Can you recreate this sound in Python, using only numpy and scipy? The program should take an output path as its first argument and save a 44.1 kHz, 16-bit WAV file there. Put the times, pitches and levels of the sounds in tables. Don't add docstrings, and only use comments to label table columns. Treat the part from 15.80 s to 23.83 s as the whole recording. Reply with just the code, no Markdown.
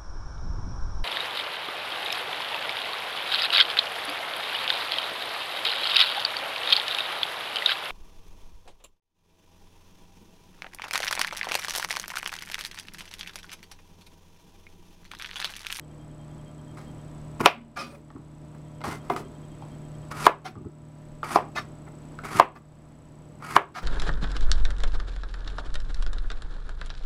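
import sys
import numpy as np
from scipy import signal
from scipy.fft import rfft, irfft, next_fast_len
from scipy.io import wavfile
from scipy.ndimage import map_coordinates

SR = 44100
rng = np.random.default_rng(int(sys.argv[2]) if len(sys.argv) > 2 else 0)


def invert_db(level):
    return 10 ** (np.asarray(level, dtype=float) / 20)


def put_to_file(sound):
    columns = np.atleast_2d(sound).T
    safe = np.clip(columns, -1, 1)
    whole_steps = np.round(safe * 32767)
    wavfile.write(sys.argv[1], SR, whole_steps.astype(np.int16))


N = 354123
T = np.arange(N) / SR


def unit(x):
    return x / np.sqrt(np.mean(x ** 2) + 1e-20)


def along(points, hz):
    f, v = np.transpose(points)
    return np.interp(np.log(hz + 1), np.log(f + 1), v)


def wobble(rate, size=N):
    knots = rng.standard_normal(int(size * rate / SR) + 4)
    return map_coordinates(knots, [T[:size] * rate], order=2)


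def coloured(x, spectrum):
    m = next_fast_len(len(x) + 8192)
    response = invert_db(along(spectrum, np.fft.rfftfreq(m, 1 / SR)))
    return unit(irfft(rfft(x, m) * response, m)[:len(x)])


def noise(size, spectrum):
    return coloured(rng.standard_normal(size), spectrum)


def span(s, gain):
    end = s[-1] + 0.005
    at = slice(round(s[0] * SR), round(end * SR))
    edge = np.sqrt(np.clip(np.minimum(T[at] - s[0], end - T[at]) / 0.0031, 0, 1))
    return at, lambda db: invert_db(np.interp(T[at], s, db) - gain[at]) * edge


# f/Hz, level/dB per Hz
PUSH = [(60, -27), (110, -2.5), (250, 0.5), (420, 1.5), (700, -36)]


def strokes(tables, blades, rasp, hiss, gain, grit_db, wet_db, sag=0):
    out = np.zeros(N + SR)
    for rows, blade in zip(tables, blades):
        s, rasp_db, hiss_db, push_db, ring_db = np.transpose(rows)
        at, level = span(s, gain)
        n = len(T[at])
        grit = invert_db(grit_db * (wobble(400, n) + 1.3 * wobble(100, n)))

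        def grains(spectrum):
            return coloured(grit * rng.standard_normal(n), spectrum)

        steel = np.zeros(n)
        bent = T[:n] * (1 + sag - sag * T[:n] * SR / n)
        for hz, db, wander in blade:
            fed = invert_db(db + 3.2 * wobble(45, n))
            phase = 2 * np.pi * (hz * bent + rng.uniform()) + 1.5 * wobble(wander, n)
            steel += fed * np.sin(phase)
        sound = level(rasp_db - 0.5) * grains(rasp)
        sound += level(hiss_db) * grains(hiss)
        sound += level(push_db - 3.5) * grains(PUSH)
        sound += level(rasp_db + ring_db) * unit(steel)
        sound = room(invert_db(-1.95) * sound, wet_db)
        out[at.start:][:len(sound)] += sound
    return out[:N]


# hiss, push, ring level/dB under the rasp
STEM = [(-9.5, 5.5, -14.5), (-14.5, 13, -13.5), (-17, 3, -20), (-10, -1, -9), (-6.5, -12, -17.5)]
FLESH = [(-7.5, -6, -4), (-11.5, -7.5, -1), (-5, -2, -9.5), (-8, -4, -1.5), (-15.5, -4.5, -17.5)]


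def cut(row, stuff, juice):
    start, end, bite_db, eased_db, deep_db = row
    bite_wet, deep_wet, part_wet, force_db = juice
    s = [start, start + 0.015, start + 0.03, end - 0.01, end, end + 0.022, end + 0.075]
    rasp = [bite_db - 13, bite_db, eased_db, deep_db, -23.5 + force_db, -43, -61]
    wet = [bite_wet, bite_wet, 0, deep_wet, deep_wet, part_wet, part_wet]
    under = stuff[:1] + stuff + stuff[-1:]
    return [(t, db, db + hiss + more, db + push, steel)
            for t, db, more, (hiss, push, steel) in zip(s, rasp, wet, under)]


# edge bites t/s, comes through t/s, bite level/dB as heard, eased level/dB, deep level/dB
STEM_CUTS = [
    (1.595, 1.6565, -25.5, -43.5, -28),
]
SLICES = [
    (4.305, 4.464, -32.5, -44, -32),
    (5.432, 5.554, -32.5, -42, -32),
    (6.441, 6.591, -33.5, -42, -29.5),
    (7.608, 7.762, -51, -43, -33),
]
# hiss at bite level/dB, deep in level/dB, parting level/dB, force coming through level/dB
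JUICE = [
    (-4, -2, -2, -1.5),
    (.1, 1.5, 1.5, .1),
    (-5, .1, 7, -2.5),
    (-1.5, -2.5, 2.5, .1),
    (-1.5, -3.5, -1.5, .1),
]
# f/Hz, level/dB per Hz
FLESH_RASP = [(400, -22), (750, -2.5), (1050, 0.5), (1300, 2.5), (1600, -6.5), (2250, -6), (3000, -16),
              (4500, -39.5)]
# f/Hz, level/dB per Hz
WET_HISS = [(1470, -37.5), (2500, -3), (3690, -4.5), (4880, -2.5), (6920, -6), (10000, -5.5), (14700, -17),
            (16000, -31)]
# f/Hz, level/dB, wander rate/s^-1
BLADE_BURIED = [(1240, 5.5, 45), (1388, 1, 41), (1626, -3.5, 39), (1844, -5, 40), (2200, -3, 70),
                (4500, -13, 55), (4904, -12.5, 60)]


def cuts(gain):
    tables = [cut(row, STEM if row in STEM_CUTS else FLESH, juice)
              for row, juice in zip(STEM_CUTS + SLICES, JUICE)]
    return strokes(tables, [BLADE_BURIED] * len(tables), FLESH_RASP, WET_HISS, gain,
                   grit_db=1.5, wet_db=-12.5, sag=0.04)


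def ring(modes, t, pitch, scatter_db, attack):
    tones = 0
    for hz, db, t60 in modes:
        decay = invert_db(db + scatter_db * rng.normal() - 60 * t / t60)
        tones = tones + decay * np.sin(2 * np.pi * hz * pitch * t)
    return tones * (1 - np.exp(-t / attack))


# f/Hz, level/dB per Hz
CRACK = [(1500, -33.5), (2800, 2), (4200, -3.5), (5500, 1), (6800, -21), (8000, -34), (9500, -22),
         (14000, -21), (16500, -34)]
# f/Hz, level/dB per Hz
SLAP = [(250, -31), (480, 8.5), (800, 3), (1500, -3.5), (2500, -7), (3500, -20.5), (6000, -41)]
# f/Hz, level/dB per Hz
RATTLE = [(200, -35), (400, -7), (700, -1), (1050, 0), (1500, -10), (2300, -14), (3500, -27), (6500, -60)]
# f/Hz, level/dB per Hz
CHATTER = [(500, -29), (1100, -0.5), (1800, -4.5), (2500, 3), (3300, -7), (4500, -19), (7000, -38.5)]


def strikes(rows, gain, hold, damp_db, wet_db, walls_db, follow, modes):
    out, t = np.zeros(N + SR), T[:SR // 5]
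    low, mid, high = modes
    for s, db, low_db, high_db, crack_db, pitch, slap_db, rattle_db, chatter_db in rows:
        bend = 1 + follow * (pitch - 1)
        board = invert_db(-1.0) * ring(mid, t, pitch, 0.69, attack=0.00037)
        board += invert_db(low_db + 6.0) * ring(low, t, bend, 0.92, attack=0.00076)
        board += invert_db(high_db + 3.5) * ring(high, t, bend, 0.84, attack=0.00022)
        board *= invert_db(damp_db * np.clip((t - hold) / 0.0034, 0, 1))
        crack = invert_db(crack_db + 0.5 - 60 * t / 0.011) * noise(len(t), CRACK)
        crack += invert_db(slap_db - 60 * t / 0.015) * noise(len(t), SLAP)
        crack += invert_db(crack_db - 14.5 - 60 * t / 0.093) * noise(len(t), CRACK)
        crack += invert_db(rattle_db - 60 * t / 0.17) * (1 - np.exp(-t / 0.0043)) * noise(len(t), RATTLE)
        crack += invert_db(chatter_db - 60 * t / 0.24) * noise(len(t), CHATTER)
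        start = round(s * SR)
        sound = room(invert_db(db - gain[start]) * -(board + crack), wet_db, walls_db)
        out[start:][:len(sound)] += sound
    return out[:N]


# t/s, peak level/dB as heard, low modes level/dB, high modes level/dB, crack level/dB
KNOCKS = [
    (1.6592, -2, -6, -4.5, -3.5),
    (4.4666, 2.5, -11, -17.5, -27),
    (5.559, -7.5, -4.5, -35, -17),
    (6.5983, 2, -11.5, -16.5, -30),
    (7.7645, 0, -11, -13, -39),
]
# board pitch factor, slap level/dB, rattle level/dB, chatter level/dB
KNOCK_BODY = [
    (1.001, -15, -11, -14.5),
    (1.02, -8, -14.5, -35.5),
    (0.996, -12.5, -14, -46),
    (1.01, -11, -16, -33),
    (1.04, -10, -15, -41),
]
# t/s, peak level/dB as heard, low level/dB, high level/dB, board pitch factor
TAPS = [(1.604, -18.5, -20.5, -18.5, 1), (2.303, -43.5, -10, -14.5, 1.16), (2.362, -43, -20, -28.5, 1.12),
        (3.007, -44, -25, -10, 0.89), (3.015, -37.5, -9, -9.5, 1.33), (3.039, -34.5, -5.5, -6, 0.79),
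        (3.045, -26, -8.5, -20, 1.14), (3.066, -34, -18, -18, 0.87), (3.089, -34, -16, -8, 0.9),
        (3.134, -35, -18, -21, 0.95), (3.3, -16.5, -4.5, -22, 0.99), (3.336, -47, -20, -1, 1.5),
        (3.363, -26, -15, -15, 1.24), (3.823, -34.5, -15, -23, 0.81), (4.314, -40.5, -14, 4, 0.75),
        (4.443, -38, -19, 5, 1.5), (4.456, -37, -27, 6.5, 1.5), (4.755, -42.5, -12, -24, 1.15),
        (4.847, -50.5, -8, -18, 1.15), (5.431, -21, -19, -22, 1.22), (5.508, -31, -11, -17, 1.1),
        (6.389, -32, -34.5, -18, 1.34), (7.624, -33.5, -15.5, -18, 1.2)]
# f/Hz, level/dB, t60/s
BOARD_LOW = [(400, -4.5, .07), (560, -7, .05), (725, 1, .07)]
BOARD_MID = [(998, 2.5, 0.032), (1095, -2, 0.036), (1180, -16, 0.013)]
BOARD_HIGH = [(1580, 3.5, 0.028), (1810, -9.5, 0.012), (2100, -1, 0.012), (2493, -3.5, 0.014),
              (2750, -2, 0.0072), (2900, -6.5, 0.0076), (4340, -6, .004), (5550, -8, 0.0026)]
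# f/Hz, level/dB, t60/s
STEM_BOARD = [
    [(426, -2.5, .045), (570, -1.5, .04), (720, -1.5, .055)],
    [(1010, 1.5, .045), (1130, 0.5, .03), (1280, 1.5, .03)],
    [(1620, -4, .025), (2150, -8, .02), (2366, -5, .009), (2537, -1, .018), (2750, -3, .007),
     (2900, -1.5, .015), (3490, -5, .01), (5700, -8, .003)],
]


def knocks_and_taps(gain):
    hard = [row + body for row, body in zip(KNOCKS, KNOCK_BODY)]
    light = [(s, db, low, high, high - 2, pitch, high + 9, -21, -35) for s, db, low, high, pitch in TAPS]
    board = BOARD_LOW, BOARD_MID, BOARD_HIGH
    out = strikes(hard[:1], gain, hold=0.003, damp_db=-3.5, wet_db=-13.6, walls_db=3.5,
                  follow=0.2, modes=STEM_BOARD)
    out += strikes(hard[1:], gain, hold=0.0045, damp_db=-20.5, wet_db=-13.5, walls_db=9.0,
                   follow=0.2, modes=board)
    out += strikes(light, gain, hold=0.0096, damp_db=-4.5, wet_db=-7.5, walls_db=1.25,
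                   follow=1, modes=board)
    return signal.sosfilt(signal.butter(2, 260, "high", fs=SR, output="sos"), out)


def rub(row, rise, rise_db, swell_db, push_db, ring_db):
    start, hold, dying, db, hiss_db = row
    s = start + np.cumsum([0, rise, hold, dying])
    shape = np.array([-rise_db, -swell_db, 0, -27.5])
    steel = ring_db - 8 * (s == s[-1])
    return np.transpose([s, db + shape, db + hiss_db + 0.827 * shape, db + push_db + 0.24 * shape, steel])


# t/s, hold t/s, dying t/s, rasp level/dB as heard, hiss under it level/dB
RUBS = [
    (0.968, 0.012, 0.16, -48, -10.5),
    (2.743, 0.003, 0.032, -53, -26.5),
    (3.037, 0.099, 0.051, -37.5, -8),
    (3.225, 0.18, .015, -57.5, -10),
    (3.296, 0.0021, .045, -26, -21),
    (3.3595, 0.003, 0.059, -34.5, -6.5),
    (6.064, 0.016, 0.032, -50.5, -27),
    (6.433, 0.024, 0.022, -41.5, -16),
    (7.598, 0.024, .02, -53, -22),
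]
# f/Hz, level/dB per Hz
RASP = [(400, -16.5), (700, 4.5), (1050, 2.5), (1300, 5.5), (1650, -2.5), (2250, -5.5), (3000, -24.5),
        (4500, -43.5)]
# f/Hz, level/dB per Hz
HISS = [(1470, -37.5), (2500, -0.5), (3690, -3.5), (4880, -2.5), (6920, -7.5), (9360, -7.5), (10400, -10),
        (14700, -19), (16000, -31)]
# f/Hz, level/dB, wander rate/s^-1
BLADE_SAWING = [(389, 8, 24), (844, -6, 52), (1000, 3.5, 120), (1400, -18.5, 30), (2070, 4, 35),
                (3480, -16, 120), (4170, -18.5, 90), (4900, -25.5, 70), (5650, -19, 90)]


def rubs(gain):
    tables = [rub(row, rise=0.0044, rise_db=12.5, swell_db=-4.0, push_db=-2.0, ring_db=-7.5) for row in RUBS]
    return strokes(tables, [BLADE_SAWING] * len(RUBS), RASP, HISS, gain, grit_db=1.44, wet_db=-9)


# t/s, hold t/s, dying t/s, rasp level/dB as heard, hiss under it level/dB
SCRAPES = [
    (1.958, 0.0037, 0.042, -32, -8),
    (1.978, 0.02, 0.11, -38, -3.5),
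    (2.05, 0.093, 0.053, -55, -9.5),
    (4.643, 0.011, 0.045, -35.5, -7),
    (5.749, 0.024, 0.045, -29.5, -8),
    (6.748, 0.0041, 0.035, -43.5, -17.5),
    (7.941, 0.035, 0.04, -38, -6.5),
    (8.012, 0.0068, 0.01, -42, -27),
]
# push on the board level/dB, blade ring level/dB over the rasp
SCRAPE_LOAD = [
    (-11.5, -6),
    (-6, -2),
    (7, 0),
    (-5, -1.5),
    (-11, -1),
    (-6, -2.5),
    (-11, -0.5),
    (-4, -4.5),
]
# f/Hz, level/dB per Hz
DRAG = [(1290, -30), (2200, 4), (2870, 0.5), (5300, -1), (7270, -11), (13000, -19), (16000, -39)]
# f/Hz, level/dB, wander rate/s^-1
BLADE = [(538, 1.5, 21), (1250, 9, 24), (1350, -9, 14), (2380, 7, 17), (3117, -12, 34), (3870, -19, 28),
         (4400, -19, 17), (4740, -14, 15), (5220, -4, 23), (6130, -11, 24), (8333, -15.5, 35),
         (9130, -10, 25), (9970, -6, 33), (11960, -18, 30)]
BLADE_LOADED = [(730, -4, 29), (1165, 1.5, 32), (1440, -4, 50), (1750, -6, 29), (2060, -7, 28),
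                (2550, -10, 40), (4340, -18, 25), (5100, -17, 23), (6160, -24, 40), (6440, -27, 25),
                (8400, -32, 18)]
BLADE_LIFTING = [(547.4, 7, 9.9), (964, -1, 16), (2530, -11, 17), (3483, -8, 9.6), (4716, -14, 15),
                 (8339, -15, 8), (9200, -7, 6)]
BLADE_TIPPING = [(753, 2, 71), (1370, -2, 50), (2110, -9, 55), (3138, -10, 30), (4118, -15, 30),
                 (4730, -18, 20), (5512, -15, 30), (6200, -21, 30), (8440, -25, 25), (10430, -20, 25)]


def scrapes(gain):
    blades = [BLADE, BLADE, BLADE_LIFTING, BLADE_TIPPING,
              BLADE_LOADED, BLADE_LOADED, BLADE_BURIED, BLADE_TIPPING]
    tables = [rub(row, rise=0.012, rise_db=26.5, swell_db=2.5, push_db=push, ring_db=steel)
              for row, (push, steel) in zip(SCRAPES, SCRAPE_LOAD)]
    return strokes(tables, blades, RASP, DRAG, gain, grit_db=1.05, wet_db=-12)


# t/s,
# f/Hz, peak level/dB as heard, swell t/s, t60/s
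SINGING = [(1.72, 231, -47, 0.06, 0.9), (2.01, 237, -40, 0.04, 0.2), (1.962, 549, -42, 0.05, 0.15),
           (1.962, 1192, -34, 0.012, 0.3), (1.975, 2502, -39, 0.03, 0.2), (1.965, 3116, -49, 0.03, 0.2),
           (1.97, 3799, -52, 0.02, 0.2), (1.995, 4714, -51, 0.03, 0.2), (1.978, 5136, -42, 0.022, 0.12),
           (1.97, 8340, -59, 0.025, 0.2), (1.97, 9965, -55, 0.03, 0.1), (2.03, 9119, -69, 0.1, 0.15),
           (2.07, 8349, -67, 0.05, 0.15), (2.03, 3467, -65, 0.04, 0.2), (2.09, 576, -48, 0.06, 0.12),
           (4.65, 739, -37, 0.015, 0.12), (4.655, 2491, -56, 0.02, 0.15), (4.77, 1193, -54, 0.012, 0.07),
           (5.45, 9130, -52, 0.06, 0.2), (5.47, 8337, -62, 0.03, 0.2), (5.755, 1260, -35, 0.012, 0.06),
           (5.757, 1470, -39, 0.015, 0.08), (5.76, 4430, -50, 0.018, 0.08), (5.76, 6200, -55, 0.012, 0.08),
           (1.96, 1670, -42, 0.012, 0.1), (1.97, 1390, -43, 0.02, 0.15), (1.965, 2290, -46, 0.015, 0.12),
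           (1.975, 5510, -53, 0.02, 0.25), (1.97, 5870, -54, 0.02, 0.1), (1.99, 4100, -55, 0.03, 0.2),
           (2.095, 2440, -56, 0.015, 0.08), (2.135, 2480, -61, 0.015, 0.08),
           (5.765, 1193, -29.5, 0.018, 0.09), (5.76, 744, -35, 0.015, 0.12),
           (5.748, 2553, -46, 0.012, 0.08), (5.762, 1757, -32, 0.02, 0.07), (5.76, 2058, -34.5, 0.018, 0.1),
           (5.762, 3749, -45, 0.02, 0.13), (5.778, 5460, -46, 0.012, 0.11), (5.79, 8412, -66, 0.015, 0.15),
           (4.648, 1380, -38.5, .012, .08), (4.648, 2060, -46, .012, .09), (4.65, 3140, -49, .012, .09),
          (4.65, 3490, -53, .015, .1), (4.65, 4120, -51, .012, .09), (4.65, 4670, -55, .012, .1),
          (4.65, 5510, -53, .015, .1), (4.65, 6140, -57, .01, .06), (7.95, 743, -43, .025, .1),
          (7.96, 991, -45, .02, .1), (7.952, 1290, -39, .02, .09), (7.95, 1780, -48, .025, .09),
          (7.955, 2050, -51, .025, .1), (7.955, 3530, -57, .02, .1), (7.955, 3860, -55, .02, .1),
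          (7.96, 4030, -55, .02, .1), (7.952, 4960, -53, .015, .08), (7.955, 5980, -59, .02, .1),
          (7.955, 7060, -63, .02, .1), (7.95, 8390, -65, .025, .1), (.97, 2260, -62, .02, .2),
          (.97, 4010, -66, .02, .2), (.97, 4700, -70, .02, .15), (.97, 5460, -69, .02, .2)]


def singing(gain):
    out = np.zeros(N)
    for s, hz, db, swell, t60 in SINGING:
        start = round(s * SR)
        t = T[:SR // 3][:N - start]
        at = slice(start, start + len(t))
        rise = np.sin(np.pi / 2 * np.clip(t / swell, 0, 1)) ** 2
        decay = invert_db(-60 * np.maximum(t - swell, 0) / t60)
        note = np.sin(2 * np.pi * hz * t + 0.5 * wobble(30, len(t)))
        note *= np.clip((1 / 3 - t) / 0.05, 0, 1)
        out[at] += invert_db(db + 1 + 2.5 * wobble(60, len(t)) - gain[at]) * rise * decay * note
    return out


# t/s, swell t/s, dying t/s, bump level/dB as heard
ROLLS = [
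    (2.351, 0.014, 0.033, -39.5),
    (3.049, 0.024, 0.059, -35),
    (4.755, 0.032, 0.043, -37.5),
    (4.842, 0.026, 0.033, -37),
    (5.8, 0.039, .034, -53),
    (6.54, 0.042, 0.048, -34),
]
# f/Hz, level/dB per Hz
BUMP = [(40, -16.5), (90, 12), (130, 5), (250, 4.5), (400, 1), (600, -34), (1400, -22), (2200, -66.5)]


def rolls(gain):
    out = np.zeros(N)
    for start, swell, dying, db in ROLLS:
        at, level = span(start + np.cumsum([0, swell, dying]), gain)
        n = len(T[at])
        lumps = invert_db(3.5 * wobble(55, n)) * rng.standard_normal(n)
        out[at] += level(db - np.array([6.5, 0, 8.5])) * coloured(lumps, BUMP)
    return out


# delay t/s, level/dB, sign
WALLS = [(0.0105, -7, -1), (0.0168, -16, 1), (.027, -12.5, 1)]
# f/Hz, t60/s
KITCHEN = [(150, 0.61), (700, 0.27), (2500, 0.25), (5000, 0.21),
           (9000, .17), (14000, 0.13)]


def room(x, wet_db, walls_db=0):
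    size = SR // 3
    hz, t, z = signal.stft(rng.standard_normal(size), SR, nperseg=256)
    decay = invert_db(-60 * t / along(KITCHEN, hz)[:, None])
    tail = signal.istft(z * decay, SR, nperseg=256)[1][:size]
    tail *= (1 - np.exp(-T[:len(tail)] / 0.015)) / np.linalg.norm(tail)
    soft = np.hanning(17) / 8
    for s, db, sign in WALLS:
        tail[round(s * SR):][:len(soft)] += sign * invert_db(db + walls_db) * soft
    tail *= invert_db(wet_db)
    tail[0] = 1
    return signal.fftconvolve(x, tail)


def camera():
    frame_hz, first_tick = 30 / 1.001, 0.01355
    since = (T - first_tick) % (1 / frame_hz)
    modes = [(8246, 5.5, 0.0069), (7730, -2.0, 0.0064), (6700, -11, 0.0066)]  # f/Hz, level/dB, t60/s
    tick = ring(modes, since, 0.96, 0, attack=0.00071)
    return invert_db(-43.5) * tick + invert_db(-67.5) * np.sin(2 * np.pi * 7882 * T)


# f/Hz, level/dB rms
HUM = [(70.0, -55), (113.0, -54.5), (150.7, -44.5), (226.1, -56.5), (258.4, -57.5), (301.5, -56),
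       (339.1, -62.5), (398.4, -74), (489.9, -69), (602.9, -59.3), (629.8, -73), (683.7, -67),
       (839.8, -71.5), (979.8, -67), (1114, -82.5), (1184, -73), (1324, -73)]
# f/Hz, level/dB per Hz
RUMBLE = [(8, -30), (24, 0), (36, -8), (50, -28), (65, -120)]
# f/Hz, level/dB per Hz
AIR = [(18, -21.5), (60, -17.5), (117, -13), (185, -13.5), (300, -16), (400, -21), (610, -24), (1000, -28),
       (1500, -35), (3000, -41.5), (5000, -46.5), (8000, -49.5), (12000, -55.5), (16000, -65.5)]


def fan():
    drift = wobble(3)
    swell = invert_db(5.5 + 1.6 * drift)
    out = np.zeros(N)
    for hz, db in HUM:
        line = np.sin(2 * np.pi * (hz * T + rng.uniform()) + hz / 300 * drift)
        out += invert_db(db) * np.roll(swell, rng.integers(N)) * line
    out += invert_db(-55 + 2.5 * wobble(7.3)) * noise(N, RUMBLE)
    return out + invert_db(-45.5 + 0.6 * wobble(5.9)) * noise(N, AIR)


# t/s, length t/s
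CHIRPS = [(0.023, 0.026), (.105, 0.02), (.19, .05), (.305, .022), (0.388, 0.055), (0.504, 0.026),
          (.585, .022), (.66, 0.047), (0.784, 0.024), (.87, 0.056), (0.994, 0.024), (1.066, .055),
          (1.187, 0.025), (1.27, .022), (2.862, 0.026), (2.951, 0.04), (3.2, 0.03), (3.44, 0.043),
          (3.549, 0.023), (3.626, 0.025), (3.707, 0.044), (3.82, 0.022), (3.906, .05), (4.026, 0.049),
          (4.142, 0.02), (4.225, 0.018)]
# t/s, until t/s
TRILLS = [
    (0, 1.45),
    (2.0, 4.3),
    (5.9, 6.1),
]


def crickets():
    on = sum(np.clip(np.minimum(T - s, s + length - T) / 0.0037, 0, 1) for s, length in CHIRPS)
    held = sum(np.clip(np.minimum(T - s, end - T) / 0.03, 0, 1) for s, end in TRILLS)
    chirps = invert_db(-61.5 + 1.7 * wobble(40)) * on * np.sin(2 * np.pi * 3198 * T + 0.6 * wobble(30))
    trill = invert_db(-78 + 3.4 * wobble(10)) * held * np.sin(2 * np.pi * 3490 * T + 0.54 * wobble(16))
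    return chirps + trill


OVERLOADS = [
    -1.05,
    1.659,
    4.467,
    5.559,
    6.598,
    7.764,
]
DUCK_DB = [-17, -15.5, -13.5, -5, -14.5, -14]


def gain_db():
    t = T[::64]
    gain = np.zeros(len(t))
    for s, db in zip(OVERLOADS, DUCK_DB):
        since = np.maximum(t - s, 0)
        target = db * (np.exp(-since / 1.09) + 0.26 * np.exp(-since / 0.135))
        gain += (target - gain) * (1 - np.exp(-(since / 0.064) ** 0.65))
    return np.interp(T, t, gain)


def scene():
    gain = gain_db()
    knife = cuts(gain) + knocks_and_taps(gain) + rubs(gain) + scrapes(gain) + singing(gain)
    return (knife + rolls(gain) + camera() + fan() + crickets())[None]


def roll_off(x):
    return signal.sosfilt(signal.butter(12, 16160, fs=SR, output="sos"), x)


def record(dry):
    band = signal.butter(12, 16000, fs=SR, output="sos")
    x = signal.sosfiltfilt(band, dry) * invert_db(gain_db())
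    cut_off = x / (1 + np.abs(x) ** 10) ** (1 / 10) - x
    no_thump = signal.butter(2, 120, "high", fs=SR, output="sos")
    mix = x + signal.sosfiltfilt(no_thump, cut_off)
    return roll_off(mix)


dry = scene()
out = record(dry)
put_to_file(out)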